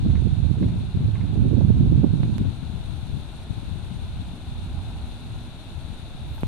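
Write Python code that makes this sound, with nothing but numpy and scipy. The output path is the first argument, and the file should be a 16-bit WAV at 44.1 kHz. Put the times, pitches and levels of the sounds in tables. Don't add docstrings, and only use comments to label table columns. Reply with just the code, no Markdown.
import sys
import numpy as np
from scipy import signal
from scipy.fft import rfft, irfft
from scipy.io import wavfile
from scipy.ndimage import uniform_filter1d, map_coordinates

SR = 44100
rng = np.random.default_rng(int(sys.argv[2]) if len(sys.argv) > 2 else 0)


def store_wav(level_fs):
    pcm = np.round(np.clip(np.atleast_2d(level_fs), -1, 1) * 32767)
    wavfile.write(sys.argv[1], SR, pcm.T.astype(np.int16))


N = 285327
TIME = np.arange(N) / SR
HZ = np.fft.rfftfreq(N, 1 / SR)


def amp(db):
    return 10 ** (np.asarray(db) / 20)


def unit_rms(x):
    return x / np.sqrt(np.mean(x ** 2) + 1e-20)


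def bell(at_s, half_s):
    return np.exp(-((TIME - at_s) / half_s) ** 2)


def log_interp(points, hz):
    point_hz, value = np.transpose(points)
    return np.interp(np.log(hz + 1), np.log(point_hz), value)


def noise(spectrum, size=N):
    gain = amp(log_interp(spectrum, np.fft.rfftfreq(size, 1 / SR))) * np.sqrt(SR / 2)
    return irfft(rfft(rng.standard_normal(size)) * gain, size)


def wander(rate_hz):
    return unit_rms(irfft(rfft(rng.standard_normal(N)) * np.exp(-(HZ / rate_hz) ** 2), N))


def ring(modes, t):
    return sum(amp(db - 60 * t / t60_s) * np.sin(2 * np.pi * hz * t) for hz, db, t60_s in modes)


def river(ripple_db=0.24, ripple_hz=5, swell_db=-55.5):
    # frequency in Hz, density in dB.
    rapids = [(60, -63), (170, -69), (250, -72), (340, -75), (500, -84.5), (620, -80), (780, -79),
              (1030, -83.5), (1190, -88.5), (1420, -84), (1920, -93), (2600, -88), (4500, -108),
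              (9000, -135)]
    # frequency in Hz, left-right coherence 0-1.
    likeness = [(200, 1), (750, 0.87), (1200, 0.64), (2000, 0.068), (3500, 1)]
    # frequency in Hz, relative level in dB.
    swell_colour = [(450, -37), (680, -4), (800, -1), (950, -7), (1400, -17), (3000, -70)]
    coherence = log_interp(likeness, HZ)
    left = noise(rapids)
    right = irfft(coherence * rfft(left) + np.sqrt(1 - coherence ** 2) * rfft(noise(rapids)), N)
    swell = amp(swell_db) * bell(at_s=4.86, half_s=0.23) * unit_rms(noise(swell_colour))
    return np.array([left, right]) * amp([[0.2], [-0.2]]) * amp(ripple_db * wander(ripple_hz)) + swell


def hiss(flicker_db=0.74, flicker_hz=25, dip_db=-1.3, treble_hz=9500):
    # frequency in Hz, density in dB.
    left_colour = [(1000, -110), (2200, -96.5), (2750, -86.5), (3100, -90.5), (3500, -78.5), (3850, -79),
                   (4250, -83.5), (4900, -100), (6300, -109), (7600, -115), (9000, -109), (12500, -111),
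                   (14500, -117)]
    right_colour = [(1000, -110), (2200, -95), (2900, -90.5), (4200, -92.5), (5100, -97.5), (6700, -96),
                    (7600, -99.5), (8900, -93), (10200, -96), (11400, -104), (12500, -106), (14000, -120)]
    # time in seconds, treble gain in dB.
    treble_curve = [(0, -4.5), (.8, -1.5), (1.6, -3), (2.05, -3.5), (2.9, 0.5), (4.2, -0.1), (6.4, 0.5)]
    level_db = dip_db * bell(at_s=1.43, half_s=1.0)
    whole = np.array([noise(colour) * amp(level_db + flicker_db * wander(flicker_hz))
                      for colour in (left_colour, right_colour)])
    body = irfft(rfft(whole) / (1 + (HZ / treble_hz) ** 10), N)
    return body + (whole - body) * amp(np.interp(TIME, *np.transpose(treble_curve)))


def motor(pitch_hz=242.3, level_db=-48, waver=0.017, waver_hz=9, fading_db=2):
    turns = np.cumsum(pitch_hz * (1 + waver * wander(waver_hz))) / SR
    envelope = bell(at_s=4.977, half_s=0.6) * amp(level_db + fading_db * wander(waver_hz))
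    return np.sqrt(2) * np.sin(2 * np.pi * turns) * envelope


def shimmer(width_hz=420, flutter=0.44, flutter_hz=35):
    # time in seconds, half length in seconds, level in dB, centre in Hz.
    swells = [(.18, .09, -66, 6100), (1.578, 0.055, -62, 6045), (3.332, 0.073, -63, 8500),
              (3.8, .16, -63.5, 8733)]
    out = np.zeros(N)
    for at_s, half_s, db, hz in swells:
        band = irfft(rfft(rng.standard_normal(N)) * np.exp(-((HZ - hz) / width_hz) ** 2), N)
        out += amp(db) * bell(at_s, half_s) * unit_rms(band)
    return out * unit_rms(np.exp(flutter * wander(flutter_hz))) * amp([[-20], [0]])


def sizzle(level_db=-60.5, roughness=0.54, rough_hz=120):
    # frequency in Hz, relative level in dB.
    colour = [(5000, -41.5), (9000, -4), (12000, 1), (14500, 3)]
    envelope = amp(level_db) * bell(at_s=6.38, half_s=0.093) * np.exp(roughness * wander(rough_hz))
    return envelope * unit_rms(noise(colour)) * amp([[-4], [0]])


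def tap(at_s=6.3795, rise_s=0.00072):
    t = np.maximum(TIME - at_s, 0)
    hollow = ring([(888, -36.5, 0.033), (1554, -41, 0.026)], t)
    return hollow * (1 - np.exp(-t / rise_s)) * amp([[1], [-1]])


def ticks(rise_s=0.00098, decay_s=0.0023, tail_db=-13, tail_s=0.032, ring_rise_s=0.0043):
    # start in seconds, level in dB, ringing share 0-1.
    hits = [(.098, -41, 0.7), (0.153, -38, 0), (.627, -37, 0.5), (.682, -40, 0.2), (1.153, -36, 0.81),
            (1.209, -39.5, 0.27)]
    # frequency in Hz, relative level in dB.
    rasp_colour = [(900, 5), (1500, -1.5), (2050, 6.5), (2500, 4), (3100, -10), (3900, -2), (4700, -19),
                   (6100, -13), (7500, -21), (12000, -35)]
    # frequency in Hz, relative level in dB, t60 in seconds.
    modes = [(1094, -3.5, 0.053), (1580, -5, 0.035), (2085, -2.5, 0.04)]
    rasp = unit_rms(noise(rasp_colour))
    out = np.zeros(N)
    for at_s, db, ring_share in hits:
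        t = np.maximum(TIME - at_s, 0)
        decay = np.exp(-t / decay_s) + amp(tail_db) * np.exp(-t / tail_s)
        scrape = rasp * (1 - np.exp(-t / rise_s)) * decay
        pitched = ring(modes, t) * (1 - np.exp(-(t / ring_rise_s) ** 2))
        out += amp(db) * (np.sqrt(1 - ring_share) * scrape + np.sqrt(ring_share) * pitched)
    return out * amp([[-2], [3]])


def knocks(decay_s=0.0063, slowing_s=0.0068, phase_rad=0.35):
    # start in seconds, level in dB, rise in seconds, initial swing in Hz, port (0 is left).
    jolts = [(2.2328, -13.5, 0.00016, 190.6, 1), (2.233, -33, .00014, 248.4, 0),
             (2.3824, -18, 0.0000086, 105, 1), (6.4333, -9, .00016, 160, 1),
             (6.4335, -12.5, 0.00026, 246, 0)]
    # frequency in Hz, level relative to the knock in dB, t60 in seconds.
    snap_modes = [(2570, -16.5, .003)]
    out = np.zeros((2, N))
    for at_s, db, rise_s, hz, port in jolts:
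        t = np.maximum(TIME - at_s, 0)
        step = 1 - np.exp(-(t / rise_s) ** 2)
        turns = hz * slowing_s * np.log1p(t / slowing_s)
        swing = step * np.exp(-t / decay_s) * np.cos(2 * np.pi * turns + phase_rad)
        snap = ring(snap_modes, np.maximum(t - rise_s, 0))
        out[port] += amp(db) * (swing + snap)
    return out


def airflow(breeze_db=(-36.5, -40), breeze_speed=0.85, attack_s=0.01813, release_s=0.094):
    # start in seconds, length in seconds, left and right rumble in dB, relative air speed.
    gusts = [(-.04, 0.11, -18, -18.5, 1.067), (.058, 0.43, -31, -14.5, 0.89),
             (0.562, 0.13, -20.5, -19, 1.093), (.731, 0.0773, -25, -23.5, .88), (.935, .11, -21, -18, 0.97),
             (1.104, 0.245, -29.5, -18.5, 1.02), (1.354, 0.3, -23.5, -12, 1.158),
             (1.669, 0.36, -19.5, -12.5, 1.03), (2.073, 0.28, -25.5, -19.5, 1.16),
             (2.374, 0.086, -18.5, -33, 1.075), (2.619, .57, -26.5, -38.5, .9),
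             (3.479, 0.53, -28.5, -41.5, 0.93), (4.007, 0.2435, -30.5, -31, .78),
             (4.459, 0.58, -33, -29.5, .7), (5.264, 0.072, -30.5, -33.5, .8), (5.732, .13, -30, -48, 0.79),
             (6.168, 0.16, -33, -28.5, 0.68), (6.416, 0.043, -21.5, -28.5, 0.78)]
    power = amp(breeze_db)[:, None] ** 2 * np.ones(N)
    weighted_speed = breeze_speed * power.sum(0)
    for start_s, length_s, left_db, right_db, speed in gusts:
        t = np.maximum(TIME - start_s, 0)
        envelope = (1 - np.exp(-t / attack_s)) * np.exp(-np.maximum(t - length_s, 0) / release_s)
        gust_power = (amp([[left_db], [right_db]]) * envelope) ** 2
        power += gust_power
        weighted_speed += speed * gust_power.sum(0)
    return 10 * np.log10(power), weighted_speed / power.sum(0)


def wind(port, level_db, speed, lumpiness=0.115, lump_hz=75, lump_db=2.06,
         sway_db=0.25, sway_hz=7, steadiness=0.37, bass_cut_hz=42, trim_db=-1.14):
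    # frequency in Hz, relative level in dB.
    eddies = [(15, -14), (45, -2.5), (95, 3.5), (135, -2), (210, -9.5), (320, -22.5), (500, -37),
              (800, -61.5), (1400, -66), (3000, -100)]
    # time in seconds, half length in seconds,
    # fractional speed rise, gain in dB, port (0 is left).
    buffets = [(0.061, .011, 0.87, 2.5, 1), (0.27, 0.0094, 0.51, 2, 1), (0.512, 0.015, 0.052, 9, 1),
               (.626, .018, .65, 2.5, 1), (0.669, 0.015, .15, 5.5, 1), (0.953, 0.0085, 0.4, 9.5, 1),
               (1.032, .011, 0.25, -3, 1), (1.083, 0.0077, 0.45, 5.5, 1), (1.359, 0.0054, 1.245, -4, 1),
               (1.454, 0.007, 0.38, -3.5, 1), (1.511, .0037, 1.31, -6, 1), (1.535, 0.0066, 1.15, -5, 1),
               (1.571, 0.0077, .57, -2.5, 1), (1.612, 0.0049, 1.53, -6, 1), (1.704, 0.0043, 1.051, 2, 1),
               (1.861, 0.0053, 0.53, 2, 1), (1.927, 0.0084, 0.38, 4.5, 1), (2.044, .008, 1.38, 2, 1),
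               (0.654, .016, 0.38, 2, 0), (1.022, 0.017, 0.38, 1.5, 0), (1.835, .014, .35, 5, 0),
               (1.931, 0.007, 0.52, -2, 0), (2.41, 0.013, .1, 7, 0), (2.455, 0.0086, .3, 2.5, 0),
               (3.143, .02, 0.14, 8.5, 0), (3.508, 0.0099, .25, 10.5, 0), (3.719, 0.032, 0.049, 3, 0),
               (4.78, .03, 0.099, 7, 1)]
    lumps = wander(lump_hz)
    for at_s, half_s, speed_rise, db, side in buffets:
        slap = bell(at_s, half_s) * (side == port)
        speed = speed * (1 + speed_rise * slap)
        level_db = level_db + db * slap
        lumps *= 1 - slap
    travel = np.cumsum(speed * np.exp(lumpiness * lumps))
    pressure = map_coordinates(noise(eddies, size=2 * N), [travel], order=3, mode="wrap")
    mic_bass_cut = signal.butter(2, bass_cut_hz, "highpass", fs=SR, output="sos")
    pressure = unit_rms(signal.sosfilt(mic_bass_cut, pressure))
    local_power = uniform_filter1d(uniform_filter1d(pressure ** 2, size=2400), size=2400)
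    pressure = unit_rms(pressure / (abs(local_power) + 1e-6) ** (steadiness / 2))
    return pressure * amp(level_db + lump_db * lumps + sway_db * wander(sway_hz) + trim_db)


def scene():
    rumble_db, speed = airflow()
    rumble = np.array([wind(port, rumble_db[port], speed) for port in range(2)])
    background = river() + hiss() + motor()
    return rumble + background + knocks() + ticks() + tap() + sizzle() + shimmer()


def record(dry, edge_hz=14600):
    lowpass = signal.firwin(511, edge_hz, window=("kaiser", 9), fs=SR)
    return signal.oaconvolve(dry, lowpass[None], "same")


dry = scene()
out = record(dry)
store_wav(out)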